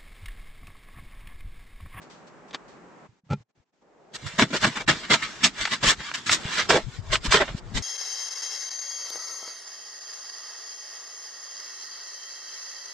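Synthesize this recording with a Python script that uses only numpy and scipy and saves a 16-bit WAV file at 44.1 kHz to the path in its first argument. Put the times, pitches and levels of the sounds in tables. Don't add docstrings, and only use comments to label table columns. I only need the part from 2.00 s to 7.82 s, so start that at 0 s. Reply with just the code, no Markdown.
import sys
import numpy as np
from scipy import signal
from scipy.fft import rfft, irfft
from scipy.io import wavfile
from scipy.ndimage import uniform_filter1d

SR = 44100
rng = np.random.default_rng(int(sys.argv[2]) if len(sys.argv) > 2 else 0)


def int16_out(signal):
    q = np.round(np.clip(np.atleast_2d(signal).T, -1, 1) * 32767)
    wavfile.write(sys.argv[1], SR, q.astype(np.int16))


N = 256774
STEP = 16
CREST_DB = 10


# start_s, level_db, relative fizz_db, body_db and thud_db, rise_s, t60_s
BITES = [(2.1458, -31.5, 6.5, -9, -17.5, 0.029, 0.027), (2.223, -45.5, -7, -18, -1, 0.04, 0.061),
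         (2.264, -28, -0.5, -21, -41, .018, .11), (2.3885, -10.5, -3, -5, -16.5, 0.019, 0.13),
         (2.4192, -12.5, -6, -13, -3.5, 0.0063, 0.04), (2.505, -33, -1, -4, -1.5, .0074, .072),
         (2.535, -16, -5.5, -1.5, -18, 0.028, 0.065), (2.564, -21, -.5, -19, -39, 0.0078, .04),
         (2.621, -23, 3.5, -12, -23, 0.052, 0.03), (2.6373, -12, -11, -2, -16, 0.026, 0.035),
         (2.665, -18, -2, -7, -9, 0.01, 0.085), (2.7594, -20.5, -5.5, -9.5, -23.5, 0.025, 0.073),
         (2.802, -25.5, -2.5, -3, -22, 0.021, .04), (2.883, -5.5, -5, -11, -18, 0.016, 0.11),
         (3.035, -24.5, -12, -19, -24, 0.017, 0.11), (3.107, -6, -7, -10, -19.5, 0.023, 0.1),
         (3.131, -17, 5, -5.5, -36, 0.014, 0.07), (3.225, -18, -6, -30, -27.5, 0.02, 0.13),
         (3.417, -24.5, -8, -20, -15.5, 0.058, 0.094), (3.44, -12, 4, -14, -18.5, 0.022, 0.089),
         (3.583, -25.5, -2, -10.5, -31, 0.069, 0.042), (3.613, -24, 1.5, -34, -23, 0.018, 0.26),
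         (3.7176, -15, -2.5, -19.5, -25, 0.033, 0.089), (3.8318, -12.5, -2, -7.5, -17, 0.015, 0.091),
         (3.8744, -10.5, 4.5, -14.5, -23.5, 0.06, 0.075), (3.997, -28.5, -8, -8, -17, 0.016, 0.067),
         (4.142, -20, 1, -24, -28.5, 0.012, 0.052), (4.174, -36.5, 7, -7, -9, .012, 0.079),
         (4.264, -23.5, 5, -40, -14.5, 0.013, 0.15), (4.316, -16, 8.5, -12.5, -23, 0.035, 0.093),
         (4.527, -22.5, 0, -40, -40, .056, 0.27), (4.581, -14.5, -5, -11, -28.5, 0.036, 0.13),
         (4.6949, -17, 7, 5.5, -44, .015, 0.086), (4.731, -14, -5.5, 2, -18, 0.073, 0.1),
         (5.111, -26.5, -13, -19, -41, 0.04, 0.053), (5.128, -16, 3, -5.5, -28, 0.027, 0.083),
         (5.247, -21.5, 2.5, -11, -14.5, 0.035, 0.035), (5.316, -11, 0.5, -14, -45, 0.024, 0.13),
         (5.3414, -8.5, -7, -1, -25.5, 0.016, 0.15), (5.4072, -13, -17, 1, -27, 0.021, .055),
         (5.479, -25, -36, -4.5, -29, .01, .11), (5.569, -42, 7, -25, -11, .037, 0.042),
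         (5.757, -22.5, 4.5, -11, -8, 0.042, 0.064)]
def shovel(hold_s=.008, move_s=4.45):
    body, middle, fizz, thud = np.zeros((4, 2, N))
    for s, db, fizz_db, body_db, thud_db, rise, t60 in BITES:
        pan = sides(-0.1 if s < move_s else -1.5)
        start = s - 0.59 * rise
        push = amp(db - CREST_DB) * pan * swell(rise, hold_s, t60, 1.06)
        brush = amp(db - 39.5) * pan * swell(0.017, 0, 0.018)
        add(middle, start - .016, brush)
        add(fizz, start - .016, brush * amp(fizz_db))
        add(middle, start, push)
        add(fizz, start, push * amp(fizz_db))
        add(body, start, push * amp(body_db))
        add(thud, start, amp(db + thud_db) * swell(rise, hold_s, 1.7 * t60)[None])
    bank = stereo(rng.standard_normal((2, N)), lambda hz: -12 * np.log2(hz / 190 + 0.00097) ** 2,
                  SNOW_COHERENCE)
    crunch = grains(per_s=8000, spread_db=1.9, patchy_db=4.5)
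    return (np.array([body, middle, fizz]) * crunch).sum(0) + thud * unit_rms(bank)


# frequency_hz, density_db
CRUNCH_SPECTRUM = [(240, -17), (400, -6.5), (620, -9), (770, -10), (900, -5.5), (1630, -5), (2390, -10),
                   (2540, -10.5), (3450, -6), (5290, -13.5), (8000, -15.5), (11500, -16.5), (13000, -30),
                   (15400, -63)]
# pitch_hz, width_hz, lift_db
BLADE_MODES = [(635, 62, 8), (990, 19, 2.5), (1283, 18, 3.5), (1652, 80, 1.5), (1895, 340, 3),
               (2110, 60, 5), (2323, 33, 10.5), (2783, 110, 3.5), (3580, 22, 2), (3740, 24, -5),
               (4860, 24, 12.5), (5340, 42, 7.5), (5410, 37, 6)]
def crunch_db(hz):
    blade_db = sum(db / (1 + (2 * (hz - pitch) / width) ** 2) for pitch, width, db in BLADE_MODES)
    return curve(CRUNCH_SPECTRUM, hz) + blade_db


# frequency_hz, coherence
SNOW_COHERENCE = [(60, 0.92), (180, 0.98), (550, 0.96), (1650, 0.65), (4960, 0.28), (15000, 0.22)]
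def grains(per_s, spread_db, patchy_db):
    size = amp(spread_db * np.minimum(rng.exponential(1, (2, N)), 3)) * rng.standard_normal((2, N))
    clicks = size * (rng.random((2, N)) < per_s / SR)
    crunch = stereo(clicks, crunch_db, SNOW_COHERENCE)
    frames = signal.stft(crunch, nperseg=1024, noverlap=768)[2]
    patches = uniform_filter1d(rng.standard_normal(frames.shape[1:]), size=2, axis=0)
    patches = unit_rms(uniform_filter1d(patches, size=9, axis=1))
    frames *= amp(patchy_db * np.minimum(patches, 1.5))
    spectrum = rfft(signal.istft(frames, nperseg=1024, noverlap=768)[1][:, :N])
    hz = np.fft.rfftfreq(N, 1 / SR)
    low, high = 1 / (1 + (hz / 980) ** 8), 1 / (1 + (3500 / (hz + 1)) ** 4)
    return [unit_rms(irfft(spectrum * share, N)) for share in (low, 1 - low - high, high)]


# start_s, peak_db, pitch_hz, t60_s, pan_db
SNAPS = [(2.395, -7, 1630, 0.035, -4), (2.423, -4.5, 1560, 0.018, 7), (2.646, -5.5, 1550, 0.025, -3),
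         (2.922, -33, 1650, 0.034, -8), (3.139, -9, 2030, 0.04, -16), (3.441, -3.5, 3480, 0.061, -2),
         (3.653, -10.5, 1780, 0.032, 0.5), (3.675, -18, 1430, 0.034, 0.0), (4.005, -27.5, 1380, 0.054, 0.5),
         (4.115, -18, 1440, 0.012, -2), (4.294, -7.5, 1720, 0.048, -1), (4.704, -2.5, 1060, 0.045, -2),
         (5.155, -8, 1960, 0.044, 1), (5.323, -6, 1430, 0.033, -5), (5.35, -18, 1660, 0.03, -13),
         (5.416, -14, 1040, 0.11, -1)]
def crust_snaps():
    out, t = np.zeros((2, N)), np.arange(4000) / SR
    for s, db, hz, t60, pan_db in SNAPS:
        a, b = rng.standard_normal((2, len(t)))
        decay = amp(-60 * t / 0.0023) + 0.5 * amp(-60 * t / np.clip(t60, .01, .1))
        force = np.array([a + 0.083 * b, a - 0.24 * b]) * np.minimum(t / 0.0014, 1) * decay
        crack = band(force, 0.58 * hz, 1.82 * hz)
        add(out, s - .0007, amp(db) * sides(pan_db) * crack / abs(crack).max())
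    return out


# start_s, end_s, level_db, relative body_db, peak_position (0-1)
SPILLS = [(2.14, 2.505, -46, -11, 0.52), (2.483, 2.85, -40.5, -12, 0.6), (2.89, 3.1, -39.5, -10, 0.24),
          (3.09, 3.496, -39.5, -12.5, 0), (3.533, 3.798, -39, -37, .35), (3.808, 3.95, -30, -11, 0.8),
          (3.965, 4.139, -38, -31, 0.61), (4.136, 4.246, -41.5, -24, 0.14), (4.241, 4.42, -36.5, -24, 0.54),
          (4.402, 4.674, -32.5, -21, 0.46), (4.674, 4.874, -48, -20, 0.67), (4.86, 5.016, -49.5, -28, .6),
          (5.02, 5.19, -50, 4, 0.68), (5.205, 5.594, -41, -14, 0.19), (5.635, 5.908, -55.5, -3, 0.8)]
def sliding_snow(thinning_db=18.5):
    flow = 0
    for start, end, top_db, body_db, peak in SPILLS:
        gate, progress = spell(start, end, edge_s=0.018)
        db = top_db - thinning_db * np.interp(progress, [0, np.clip(peak, .05, .95), 1], [1, 0, 1]) ** 2
        fizz_db = 1 - 0.38 * (db + 49.5)
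        flow = flow + gate * amp([db + body_db, db, db + fizz_db])
    return (upsample(flow)[:, None] * grains(per_s=15000, spread_db=1.2, patchy_db=5)).sum(0)


# start_s, level_db
KNOCKS = [(1.29, -47.5), (1.3, -31.5), (1.307, -23), (1.319, -23.5), (1.329, -19.5)]
# pitch_hz, level_db, t60_s
SHUTTER_MODES = [(98, -14, 0.039), (136.7, 8.5, 0.14), (201, 0.5, 0.071), (383, -5, 0.069),
                 (538, 5.5, 0.022), (830, -2, 0.037), (1330, 0, 0.044), (2017, -21, 0.054),
                 (2420, -15.5, 0.055)]
def shutter():
    return struck(KNOCKS, SHUTTER_MODES, rattle_db=0.93, rise_s=0.0075, rattle_t60_s=0.038)


# start_s, level_db
CLACKS = [(0.509, -39.5), (0.531, -38), (0.536, -34.5), (0.541, -32), (0.5455, -20), (0.553, -30)]
# pitch_hz, level_db, t60_s
LATCH_MODES = [(303, -13.5, 0.027), (673, -19, 0.041), (1055, -4, 0.016), (1790, -8, 0.016),
               (2630, -1, 0.0066), (3530, -4.5, 0.023), (3660, 1, 0.011), (4540, -10.5, 0.029),
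               (6320, -0.5, 0.0067)]
def latch():
    return struck(CLACKS, LATCH_MODES, rattle_db=2.6, rise_s=0.0022, rattle_t60_s=0.042)


def struck(blows, modes, rattle_db, rise_s, rattle_t60_s):
    out, t = np.zeros((2, N)), np.arange(SR // 4) / SR
    for s, db in blows:
        scatter = rng.uniform(-1, 1, (len(modes), 2)) * [3, .04]
        ring = 0
        for (hz, mode_db, t60), (shift_db, detune) in zip(modes, scatter):
            decay = amp(mode_db + shift_db - 60 * t / min(t60, .09))
            ring = ring + decay * np.sin(2 * np.pi * hz * (1 + detune) * t)
        a, b = band(rng.standard_normal((2, len(t))), 200, 3640)
        rattle = amp(rattle_db - 60 * t / rattle_t60_s) * np.array([a + 0.16 * b, a - 0.11 * b])
        add(out, s - .001, amp(db) * (ring + rattle) * fade_in(t / rise_s))
    return out


# start_s, level_db, pitch_hz, t60_s, pan_db
BUMPS = [(1.091, -48.5, 112, 0.081, -5), (1.128, -59, 164, 0.041, 11), (1.237, -56, 169, 0.09, -1),
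         (1.267, -51, 143, 0.082, -1), (1.36, -50, 145, 0.037, -1), (1.378, -45, 115, 0.086, -3),
         (1.405, -44.5, 117, 0.055, 1), (1.577, -60, 117, 0.04, 4), (1.6, -58.5, 81, 0.038, 12),
         (2.24, -41, 131, 0.055, 0), (2.338, -39, 167, 0.078, -2), (3.983, -39, 61.5, 0.091, 8),
         (4.453, -22, 112, 0.013, 2), (4.868, -33.5, 112, 0.11, 20), (4.884, -30, 121, 0.063, 11.5),
         (4.989, -29.5, 97, 0.082, 19), (5.008, -40, 61.9, 0.049, 3.5), (5.094, -42, 115, 0.053, 6),
         (5.269, -26, 61.9, 0.045, -2), (5.548, -18.5, 124, 0.01, 5), (5.719, -38, 205, 0.085, 11)]
def microphone_bumps():
    out = np.zeros((2, N))
    for s, db, hz, t60, pan_db in BUMPS:
        shape = swell(0.0053, 0.0014, t60)
        t = np.arange(len(shape)) / SR
        cycles = hz * (t + 0.00089 * (1 - np.exp(-t / .008)))
        add(out, s - .003, amp(db) * sides(pan_db) * shape * np.sin(2 * np.pi * cycles))
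    return out


# centre_s, level_db, half_width_s, pan_db, relative upper_band_db
RUMBLES = [(2.26, -59.5, 0.04, -12, 22.5), (2.39, -50, .06, -4, -6), (2.63, -49, 0.11, -2, 2),
           (2.91, -40, 0.062, 2, 3.5), (3.23, -54, .06, -3, -1), (3.46, -48, 0.055, -7, 2),
           (3.62, -42.5, 0.034, 1, 0), (3.88, -32, 0.053, 2, -0.5), (3.99, -58, .06, 10, -12),
           (4.31, -51, 0.072, -2, 8), (4.46, -60, 0.045, 2, -1), (4.64, -57, 0.087, 1, 9.5),
           (4.85, -37, 0.049, 16, -11), (4.99, -42, 0.055, 15, -9), (5.11, -35, 0.13, 7.5, 0),
           (5.29, -30.5, 0.061, 7, -4), (5.4, -51, .1, 12, 1), (5.51, -36, 0.081, -4, -9),
           (5.66, -36.5, 0.063, 5, -9.5), (5.76, -32.5, 0.073, 12, 0)]
def low_rumble(floor_db=-65, floor_from_s=2.15, drop_db=21.5):
    t = slow_time()
    lower = upper = amp(floor_db) * (t > floor_from_s) * np.ones((2, 1))
    for s, db, half_width, pan_db, upper_db in RUMBLES:
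        surge = sides(pan_db) * amp(db - drop_db * abs(t - s) / half_width)
        lower, upper = lower + surge, upper + amp(upper_db) * surge
    a, b, flutter = rng.standard_normal((3, N))
    pressure = np.array([a + .5 * b, a - .5 * b])
    lumps = amp(2.1 * unit_rms(uniform_filter1d(uniform_filter1d(flutter, 900), 900)))
    deep = upsample(lower) * unit_rms(band(pressure, 26.4, 48.7))
    return deep + upsample(upper) * unit_rms(band(pressure, 79, 135)) * lumps


# start_s, end_s, first_db, last_db, relative middle_db and treble_db
HUSH_SPELLS = [(0, 1.071, -51.5, -51, -3.5, -6), (1.07, 1.202, -67.5, -71, -7, 5),
               (1.247, 1.429, -71, -63, -4, 6.5), (1.49, 1.513, -80, -76, -4, 7),
               (1.554, 1.641, -70.5, -74, -2.5, 5.5), (1.654, 1.707, -85.5, -83, -9, 7),
               (1.73, 1.83, -73.5, -74, -3, 5.5), (1.818, 2.292, -65.5, -54, 3, -3),
               (2.293, 2.86, -57, -53.5, -1, -10), (2.874, 4.3, -48.5, -52.5, -7.5, 9),
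               (4.308, 4.806, -40.5, -48, -6.5, 0), (4.8, 5.9, -54, -48.5, -6, -2.5)]
# frequency_hz, density_db
HUSH_SPECTRUM = [(20, -35), (50, -14.5), (92, -22), (164, -3), (280, -7), (420, -3.5), (700, -6.5),
                 (1880, -17.5), (3440, -25.5), (6920, -27.5), (9000, -35.5), (15000, -55)]
# frequency_hz, coherence
HUSH_COHERENCE = [(60, 0.4), (380, 0.67), (2380, 0.25), (15000, 0.12)]
def forest_hush(floor_db=-90.5):
    air = stereo(rng.standard_normal((2, N)), lambda hz: curve(HUSH_SPECTRUM, hz), HUSH_COHERENCE)
    air /= np.std(band(air, 250, 1000))
    gains = amp(floor_db) * np.array([[1], [0], [0]])
    for start, end, first_db, last_db, middle_db, treble_db in HUSH_SPELLS:
        gate, progress = spell(start, end, edge_s=0.02)
        lifts = np.array([[1], [amp(middle_db) - 1], [amp(treble_db) - 1]])
        gains = gains + lifts * gate * amp(first_db + (last_db - first_db) * progress)
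    whole, middle, treble = upsample(gains)
    return whole * air + middle * band(air, 314, 1000) + treble * band(air, 1700, 11000)


# start_s, peak_db, t60_s
RUSTLES = [(0.0154, -43, 0.16), (0.0976, -42, 0.47), (0.268, -47, 0.091), (0.4794, -49.5, 0.29),
           (0.679, -47, 0.39)]
def rustles():
    envelope = np.zeros((2, N))
    for s, peak_db, t60 in RUSTLES:
        add(envelope, s, amp(peak_db - CREST_DB) * swell(0.0033, 0.013, t60)[None])
    return envelope * unit_rms(band(rng.standard_normal((2, N)), 740, 6200))


def stereo(source, tone_db, coherence):
    hz = np.fft.rfftfreq(N, 1 / SR)
    a, b = rfft(source) * amp(tone_db(hz))
    spread = np.arccos(np.clip(curve(coherence, hz), 0, 1)) / 2
    mid, side = a * np.cos(spread), b * np.sin(spread)
    return irfft([mid + side, mid - side], N)


def swell(rise_s, hold_s, t60_s, round_off=1):
    t60_s = np.clip(t60_s, .01, .4)
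    t = np.arange(round((rise_s + hold_s + t60_s) * SR)) / SR
    return fade_in(t / rise_s) * amp(-60 * (np.maximum(t - rise_s - hold_s, 0) / t60_s) ** round_off)


def spell(start, end, edge_s):
    t = slow_time()
    gate = fade_in(np.minimum(t - start, end - t) / edge_s + .5)
    return gate, np.clip((t - start) / (end - start), 0, 1)


def fade_in(progress):
    return np.sin(np.pi / 2 * np.clip(progress, 0, 1)) ** 2


def slow_time():
    return np.arange(0, N, STEP) / SR


def upsample(envelope):
    return uniform_filter1d(np.repeat(envelope, STEP, axis=-1)[..., :N], size=STEP, axis=-1)


def amp(db):
    return 10 ** (np.asarray(db) / 20)


def unit_rms(x):
    return x / np.sqrt(np.mean(x ** 2) + 1e-20)


def curve(points, hz):
    point_hz, value = np.transpose(points)
    return np.interp(np.log(hz + 1), np.log(point_hz + 1), value)


def add(mix, s, sound):
    part = mix[:, max(round(s * SR), 0):][:, :sound.shape[1]]
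    part += sound[:, :part.shape[1]]


def sides(pan_db):
    return amp([[pan_db / 2], [-pan_db / 2]])


def band(x, lo_hz, hi_hz):
    return signal.sosfilt(signal.butter(2, [lo_hz, hi_hz], "band", fs=SR, output="sos"), x)


def scene():
    hut = shutter() + latch()
    digging = shovel() + sliding_snow() + crust_snaps()
    return digging + hut + forest_hush() + rustles() + microphone_bumps() + low_rumble()


def record(dry, shelf_hz=8450, edge_hz=15600):
    hz = np.fft.rfftfreq(N, 1 / SR)
    dull = irfft(rfft(np.tanh(dry)) * amp(-22 / (1 + (shelf_hz / (hz + 1)) ** 40)), N)
    lowpass = signal.firwin(511, edge_hz, window=("kaiser", 9), fs=SR)
    return signal.oaconvolve(dull, lowpass[None], "same")


dry = scene()
out = record(dry)
int16_out(out)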